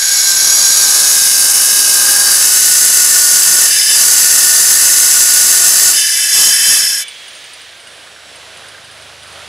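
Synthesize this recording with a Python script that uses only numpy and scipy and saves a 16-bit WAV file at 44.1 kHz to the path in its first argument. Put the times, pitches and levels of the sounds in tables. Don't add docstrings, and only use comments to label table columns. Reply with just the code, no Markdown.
import sys
import numpy as np
from scipy import signal
from scipy.fft import rfft, irfft, next_fast_len
from scipy.io import wavfile
from scipy.ndimage import uniform_filter1d, map_coordinates

SR = 44100
rng = np.random.default_rng(int(sys.argv[2]) if len(sys.argv) > 2 else 0)


def digitize_waveform(pressure):
    field = np.atleast_2d(pressure).T
    bounded = np.clip(field, -1, 1)
    quanta = np.round(bounded * 32767).astype(np.int16)
    wavfile.write(sys.argv[1], SR, quanta)


N = 418068

# [f/Hz, coherence]
CUT_COHERENCE = [(60, .95), (250, .72), (650, .35), (1200, .74), (1600, .94), (2500, .992), (4500, .987),
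                 (6500, .985), (9000, .994), (13000, .997)]
BACKGROUND_COHERENCE = [(200, 1), (1500, .98), (10000, .98)]

THROUGH_S, RECOVERED_HZ, RECOVER_S, OFF_S, COAST_S = 5.9, 80, .33, 7, 5
LIFT_S, THIN_S, THIN_DB, LEAVE_S = 7.032, .25, 6.5, .025


def amp(db):
    return 10 ** (np.asarray(db) / 20)


def unit(x):
    return x / np.sqrt(np.mean(x ** 2) + 1e-20)


def along(points, hz):
    f, v = np.transpose(points)
    return np.interp(np.log(hz + 1), np.log(f + 1), v)


def curves(rows):
    s, *cols = np.transpose(rows)
    return [np.interp(np.arange(N) / SR, s, c) for c in cols]


def wobble(rate_hz):
    knots = rng.standard_normal(int(N * rate_hz / SR) + 4)
    coarse = np.arange(0, N, 32)
    smooth = map_coordinates(knots, [coarse * rate_hz / SR], mode="nearest")
    return np.interp(np.arange(N), coarse, smooth)


def since(start_s):
    return np.maximum(np.arange(N) / SR - start_s, 0)


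def ramp(middle_s, length_s):
    return np.clip(.5 + (np.arange(N) / SR - middle_s) / length_s, 0, 1)


def held(start_s, end_s, attack_s, release_s):
    return ramp(start_s, attack_s) * (1 - ramp(end_s, release_s))


def filtered(x, response):
    m = next_fast_len(N + SR // 4)
    return irfft(rfft(x, m) * response(np.fft.rfftfreq(m, 1 / SR)), m)[..., :N]


def below(hz, edge_hz):
    return 1 / np.sqrt(1 + (hz / edge_hz) ** 24)


def above(hz, edge_hz):
    return np.sqrt(1 - below(hz, edge_hz) ** 2)


def resonance(modes, hz):
    return sum(amp(db) ** 2 / (1 + (2 * (hz - centre) / width) ** 2) for centre, width, db in modes)


def noise(coherence):
    def mix(hz):
        turn = np.arccos(np.clip(along(coherence, hz), -1, 1)) / 2
        return np.array([np.cos(turn), np.sin(turn)])
    mid, side = filtered(rng.standard_normal((2, N)), mix)
    return np.array([mid + side, mid - side])


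def coloured(x, spectrum):
    return unit(filtered(x, lambda hz: amp(along(spectrum, hz))))


def motor():
    # [t/s, speed/Hz]
    load_speed = [(0, 90.6), (.22, 88.9), (.45, 84.7), (1.01, 70.4), (1.37, 64), (1.63, 61.3), (1.94, 59.2),
                  (2.68, 55.2), (2.9, 52.2), (3.36, 52), (3.68, 50.7), (3.92, 57.5), (4.1, 57.6),
                  (4.26, 56.2), (4.56, 52.2), (4.67, 51.4), (5.05, 52.1), (5.28, 51.7), (5.57, 49.2),
                  (5.9, 47.5)]
    loaded_hz, = curves(load_speed)
    driven_hz = RECOVERED_HZ + (loaded_hz - RECOVERED_HZ) * np.exp(-since(THROUGH_S) / RECOVER_S)
    return driven_hz * np.exp(-since(OFF_S) / COAST_S)


def outdoors():
    # [f/Hz, relative level/dB per Hz]
    air_spectrum = [(24, -28), (50, -22), (90, -15), (270, -12), (660, -0.5), (850, -7), (1460, -3),
                    (1920, -5), (3500, -4), (7500, -15), (10000, -13.5), (12500, -28), (15000, -45)]
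    # [f/Hz, relative level/dB]
    engine_partials = [(75.2, 2), (100.2, 0), (127, -2), (150.3, -4), (175.5, -8)]
    t, after = np.arange(N) / SR, since(OFF_S)
    rise_s = 1.2
    air_db = -34.2 - 10 * np.exp(-after / rise_s) + 1.2 * wobble(6.6)
    engine_db = -67.5 + 7.2 * after
    hum = unit(sum(amp(db + 1.5 * wobble(3)) * np.sin(2 * np.pi * hz * t + .4 * wobble(4.3))
                   for hz, db in engine_partials))
    return amp(air_db) * coloured(noise(BACKGROUND_COHERENCE), air_spectrum) + amp(engine_db) * hum


def fan_and_whines(speed_hz, angle, whine_db):
    # [f/Hz, relative level/dB per Hz]
    fan_spectrum = [(900, -31), (1700, -4), (3400, -2.5), (5500, -10.5), (9500, -16.5), (13000, -30)]
    # [multiple of disc speed, level before whine_db/dB, loudest t/s, swell/s]
    whine_orders = [(23.2, -49, 7.9, .25), (43.2, -40, 7, .36), (89, -52, 7.43, .1), (88, -50, 8.22, .16),
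                    (124, -51, 7.3, .25), (124, -50, 8.15, .33), (148, -50, 8, .27), (246, -66, 9.2, .3)]
    t, whines = np.arange(N) / SR, 0
    for order, db, loudest_s, swell_s in whine_orders:
        swell = 1 / (1 + ((t - loudest_s) / swell_s) ** 4)
        tone = np.sin(order * angle + 1.2 * wobble(150))
        whines = whines + amp(db + whine_db + 2.8 * wobble(14)) * swell * tone
    fan_db = -33.5 - 3.8 * ramp(7.75, length_s=.2)
    fan = amp(fan_db) * (speed_hz / RECOVERED_HZ) ** 3.5
    return whines + fan * coloured(noise(BACKGROUND_COHERENCE), fan_spectrum)


def pushing():
    # [start t/s, end t/s, force, sinking depth 0-1]
    pushes = [(.1, .43, .46, .3), (.43, 3.7, .92, .97), (3.7, 3.9, .45, .35), (3.9, 5.945, .98, 1),
              (5.945, 6.02, .55, .2), (6.345, 6.51, 1.25, .65), (6.51, 6.66, .42, .12),
              (6.66, 6.805, 1.02, .45), (6.88, 6.95, .3, 0)]
    push_s, ease_s, sink_s = .07, .08, .09
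    force, sunk = 0, 0
    for start_s, end_s, strength, depth in pushes:
        push = held(start_s, end_s, push_s, ease_s)
        force = force + strength * push
        sunk = sunk + depth * push * (1 - np.exp(-since(start_s) / sink_s))
    groove, deep = ramp(1, length_s=.8), ramp(2.47, length_s=.55)
    return force, np.array([deep * (1 - sunk), deep * sunk, groove - deep, 1 - groove])


def rim(speed_hz, angle, smear_rad, life_s, count):
    size = count * 16
    age = np.arange(N) / SR / life_s
    bumps = signal.resample(rng.standard_normal((int(age[-1]) + 2, 2 * count)), size, axis=1)
    place = ((angle + smear_rad * wobble(30)) / (2 * np.pi) * size).astype(int) % size
    stage, wear = age.astype(int), age % 1 * np.pi / 2
    worn = np.cos(wear) * bumps[stage, place] + np.sin(wear) * bumps[stage + 1, place]
    return worn * np.sqrt(2 * count * speed_hz / SR)


def contact(angle, throb_db, chatter_db):
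    throb = throb_db * np.cos(angle + wobble(2.92))
    return unit(amp(throb + chatter_db * wobble(260) + 0.3 * wobble(22)))


def droning(angle, grip, count):
    # [f/Hz, width/Hz, harmonic level before drone gain/dB]
    shallow_modes = [(370, 50, -48.5), (565, 45, -45), (808, 32, -41), (1050, 55, -43), (1228, 45, -41),
                     (1615, 40, -36)]
    deep_modes = [(395, 45, -51), (670, 40, -48), (1140, 60, -44.5), (1465, 40, -41), (1800, 40, -38)]
    size = count * 64
    turn = unit(irfft(np.r_[0, np.exp(2j * np.pi * rng.random(count))], size)) * np.sqrt(count)
    turns = (angle + .015 * wobble(25)) / (2 * np.pi)
    knocks = np.interp(turns % 1, np.arange(size) / size, turn)
    deep = filtered(knocks, lambda hz: np.sqrt(resonance(deep_modes, hz)))
    shallow = filtered(knocks, lambda hz: np.sqrt(resonance(shallow_modes, hz)))
    _, buried, grooved, skimming = grip
    return buried * deep + (grooved + skimming) * shallow


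def steel_gain(modes, hz):
    # [f/Hz, relative level/dB per Hz]
    grit_spectrum = [(1300, -16), (2400, -13.5), (4200, -5), (5200, 0.5), (10500, 1.5), (12500, -8.5),
                     (15400, -12)]
    return amp(along(grit_spectrum, hz)) * np.sqrt(1 + resonance(modes, hz)) * above(hz, 1430)


def spinning(modes, bend):
    waves = filtered(noise(CUT_COHERENCE), lambda hz: steel_gain(modes, hz))
    place = np.cumsum(1 + bend) % (N - 1)
    return np.array([map_coordinates(side, [place], order=3, mode="nearest") for side in waves])


def disc(grit, speed_hz, grip, howl_db, screech_db, split_hz):
    # [f/Hz, width/Hz, level over grit/dB]
    forward_modes = [(3030, 36, 37), (4020, 45, 25), (4810, 80, 29), (5260, 90, 29.5), (6300, 70, 22),
                     (6550, 80, 26), (7640, 45, 24), (7960, 70, 25), (9270, 70, 21), (9580, 120, 22),
                     (10160, 70, 26), (10480, 170, 21), (11250, 90, 26), (13700, 700, 19)]
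    backward_modes = [(1700, 100, 34), (2040, 60, 30.5), (2320, 25, 30), (2660, 40, 34), (3520, 45, 31),
                      (5830, 110, 24), (7150, 70, 24), (8600, 80, 23), (11060, 90, 24), (11930, 120, 23),
                      (12380, 160, 23)]
    buried_modes = [(1467, 38, 28), (1787, 40, 23), (1900, 320, 15), (2656, 78, 20), (2926, 210, 17.5),
                    (3510, 95, 14.7), (4020, 260, 14.4), (4705, 140, 19.9), (5260, 160, 18.2),
                    (5895, 220, 15.3), (6370, 200, 21.3), (7200, 220, 18), (7730, 400, 19), (8600, 353, 9),
                    (9465, 453, 15.2), (10490, 670, 16), (11030, 320, 16), (11984, 173, 23.5),
                    (12680, 240, 19.7), (12700, 205, 16), (13700, 430, 17), (14600, 260, 18)]
    groove_modes = [(1592, 84, 28.5), (2140, 46, 20.3), (2581, 100, 20), (2956, 75, 23.4),
                    (3827, 300, 17.5), (4710, 70, 23), (5361, 450, 18), (6450, 549, 18.5),
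                    (7680, 470, 15.5), (8540, 37, 21.4), (9247, 66, 20.7), (9780, 630, 17.4),
                    (10850, 600, 16.8), (12130, 260, 24), (13400, 110, 11), (14000, 600, 16)]
    skim_modes = [(1565, 49, 23.6), (2223, 31, 16), (2450, 38, 10), (3600, 600, 9.6), (4060, 42, 21.5),
                  (4640, 190, 15), (5306, 190, 14.5), (5795, 48, 21.3), (6630, 110, 20.2), (6940, 37, 19),
                  (7710, 43, 17.5), (9980, 360, 11.6), (10650, 25, 12.4), (11542, 290, 13), (12483, 81, 14),
                  (13100, 117, 8)]
    bend = .0011 * (speed_hz - 64.5) + .002 * wobble(14)
    ring = grip[0] * unit(spinning(forward_modes, bend) + spinning(backward_modes, -bend))
    for share, modes in zip(grip[1:], [buried_modes, groove_modes, skim_modes]):
        ring = ring + share * unit(filtered(grit, lambda hz: steel_gain(modes, hz)))

    def steady(x):
        power = uniform_filter1d(np.mean(x ** 2, axis=0), SR // 6)
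        return x / np.sqrt(abs(power) + 1e-12)

    howl = steady(filtered(ring, lambda hz: below(hz, split_hz) ** 2))
    screech = steady(filtered(ring, lambda hz: above(hz, split_hz) ** 2))
    return amp(howl_db) * howl + amp(screech_db) * screech


def singing():
    # [start t/s, end t/s, start f/Hz, end f/Hz, level/dB]
    songs = [(.1, .4, 5390, 5390, -22), (1.95, 2.38, 1650, 1615, -24), (2.02, 2.35, 4790, 4740, -22),
             (2.9, 4.05, 9450, 9450, -24), (3.61, 3.72, 1810, 1850, -29), (3.68, 3.85, 4770, 4920, -22),
             (3.85, 4.12, 4900, 4730, -23), (4.17, 4.9, 1790, 1810, -29), (5.55, 5.92, 690, 668, -42),
             (6.48, 6.82, 1810, 1790, -26), (6.79, 6.98, 5290, 5330, -16), (6.88, 7.01, 1660, 1680, -28)]
    q, fade_s = 40, .1
    out = np.zeros(N)
    for start_s, end_s, start_hz, end_hz, db in songs:
        swell = held(start_s, end_s, fade_s, fade_s)
        on = np.flatnonzero(swell)
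        hz = np.interp(on / SR, [start_s, end_s], [start_hz, end_hz])
        phase = 2 * np.pi * np.cumsum(hz) / SR
        pole = np.exp(-np.pi * start_hz / q / SR)
        flutter = signal.lfilter([1], [1, -pole], rng.standard_normal((2, len(on))))
        tone = unit(flutter[0] * np.cos(phase) + flutter[1] * np.sin(phase))
        out[on] += amp(db) * swell[on] * tone
    return out


def cutting(speed_hz, angle):
    # [howl of lowest modes/dB, screech/dB]
    ring_levels = [(-24.5, -11.7), (-24.6, -11.45), (-26.4, -12.4), (-25.5, -11.8)]
    # [f/Hz, relative level/dB per Hz]
    grind_spectrum = [(15, -41), (40, -27), (150, -8), (500, -5), (900, -4.5), (1300, 0), (1500, -50.5),
                      (2000, -60)]
    force, grip = pushing()
    howl_db, screech_db = np.transpose(ring_levels) @ grip
    repeating = np.array([.12, .38, .62, .52]) @ grip

    def coarse(hz):
        return 1 / (1 + (hz / 6000) ** 4)

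    loose = noise(CUT_COHERENCE)
    bumps = filtered(rim(speed_hz, angle, smear_rad=.01, life_s=.22, count=200), coarse)
    grit = loose - (1 - np.sqrt(1 - repeating)) * filtered(loose, coarse) + np.sqrt(repeating) * bumps
    pressure = contact(angle, throb_db=-0.1, chatter_db=1)
    slab = amp(-42.5 + 9.5 * force) * coloured(loose * pressure, grind_spectrum)
    drone = amp(-3 + 6 * force + 2 * wobble(5)) * droning(angle, grip, count=40)
    steel = disc(grit * pressure, speed_hz, grip, howl_db + .3 * force, screech_db + 4.4 * force,
                 split_hz=2380)
    thinning_db = -THIN_DB * np.minimum(since(LIFT_S - THIN_S) / THIN_S, 1)
    leaving = (1 - ramp(LIFT_S, LEAVE_S)) * amp(thinning_db)
    return leaving * (slab + drone + steel + singing())


def ring_out(start_s, t60_s):
    t = since(start_s)
    modes = [(2295, -28), (3055, -30), (3450, -26)]  # [f/Hz, level/dB]
    tones = sum(amp(db) * np.sin(2 * np.pi * hz * t + .5 * wobble(39)) for hz, db in modes)
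    return tones * amp(-60 * t / t60_s) * (1 - np.exp(-t / 0.0086))


def ticks(level_db, scrape_db, scrape_t60_s, attack_s):
    # [t/s, level before level_db/dB]
    tick_times = [(7.0808, -20), (7.2799, -26), (7.3494, -30), (7.44, -29), (7.5328, -27), (7.6131, -30),
                  (7.8002, -32), (7.8705, -29), (8.3564, -30), (8.5714, -31), (8.6832, -28), (8.8433, -31),
                  (8.9121, -32), (9.0219, -31), (9.2289, -31), (9.275, -33), (9.325, -33)]
    # [f/Hz, relative level/dB, t60/s]
    steel_ring = [(2920, -6.5, 0.073), (4850, -7, 0.06), (8640, -8, 0.063), (9430, -6.5, 0.065),
                  (9630, -12, .07), (10300, -17, .05)]
    out, t = np.zeros(N + SR), np.arange(SR // 6) / SR
    for start_s, db in tick_times:
        ring = 0
        for hz, mode_db, t60_s in steel_ring:
            decay = amp(mode_db + rng.normal(0, 2.5) - 60 * t / t60_s)
            ring = ring + decay * np.sin(2 * np.pi * (hz * rng.normal(1, .003) * t + rng.random()))
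        scrape = amp(scrape_db - 60 * t / scrape_t60_s) * rng.standard_normal(len(t))
        attack = 1 - np.exp(-t / attack_s)
        out[round(start_s * SR):][:len(t)] += amp(db + level_db) * (ring + scrape) * attack
    return filtered(out[:N], lambda hz: below(hz, 11000))


def handling():
    # [start t/s, end t/s, centre f/Hz, level/dB]
    scrapes = [(7.66, 7.77, 3400, -45), (7.85, 8.5, 1550, -48), (8.55, 8.95, 1550, -43.5),
               (9.25, 9.47, 1350, -46)]
    # [multiple of centre f, relative level/dB per Hz]
    scrape_colour = [(.03, -35), (.2, -15), (.71, -16), (1, 3), (1.42, -11), (4, -40)]
    crunch_db = 5 * wobble(240)
    out, crunch = 0, rng.standard_normal(N) * amp(crunch_db)
    for start_s, end_s, centre_hz, db in scrapes:
        rub = coloured(crunch, [(multiple * centre_hz, level) for multiple, level in scrape_colour])
        swell = held(start_s, end_s, attack_s=.06, release_s=.12)
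        out = out + swell * amp(db + 3.5 * wobble(22)) * rub
    return out


def scene():
    speed_hz = motor()
    angle = 2 * np.pi * np.cumsum(speed_hz) / SR
    quiet = outdoors() + fan_and_whines(speed_hz, angle, whine_db=-1)
    quiet = quiet + ring_out(start_s=7, t60_s=.55)
    quiet = quiet + ticks(level_db=-.7, scrape_db=-6, scrape_t60_s=.04, attack_s=0.0011)
    quiet = quiet + handling()
    return cutting(speed_hz, angle) + quiet * amp([[-1.25], [1.1]])


def record(dry):
    flattened = dry / (1 + abs(dry / .92) ** 16) ** (1 / 16)
    top_hz = 15700
    return filtered(flattened, lambda hz: hz < top_hz)


dry = scene()
out = record(dry)
digitize_waveform(out)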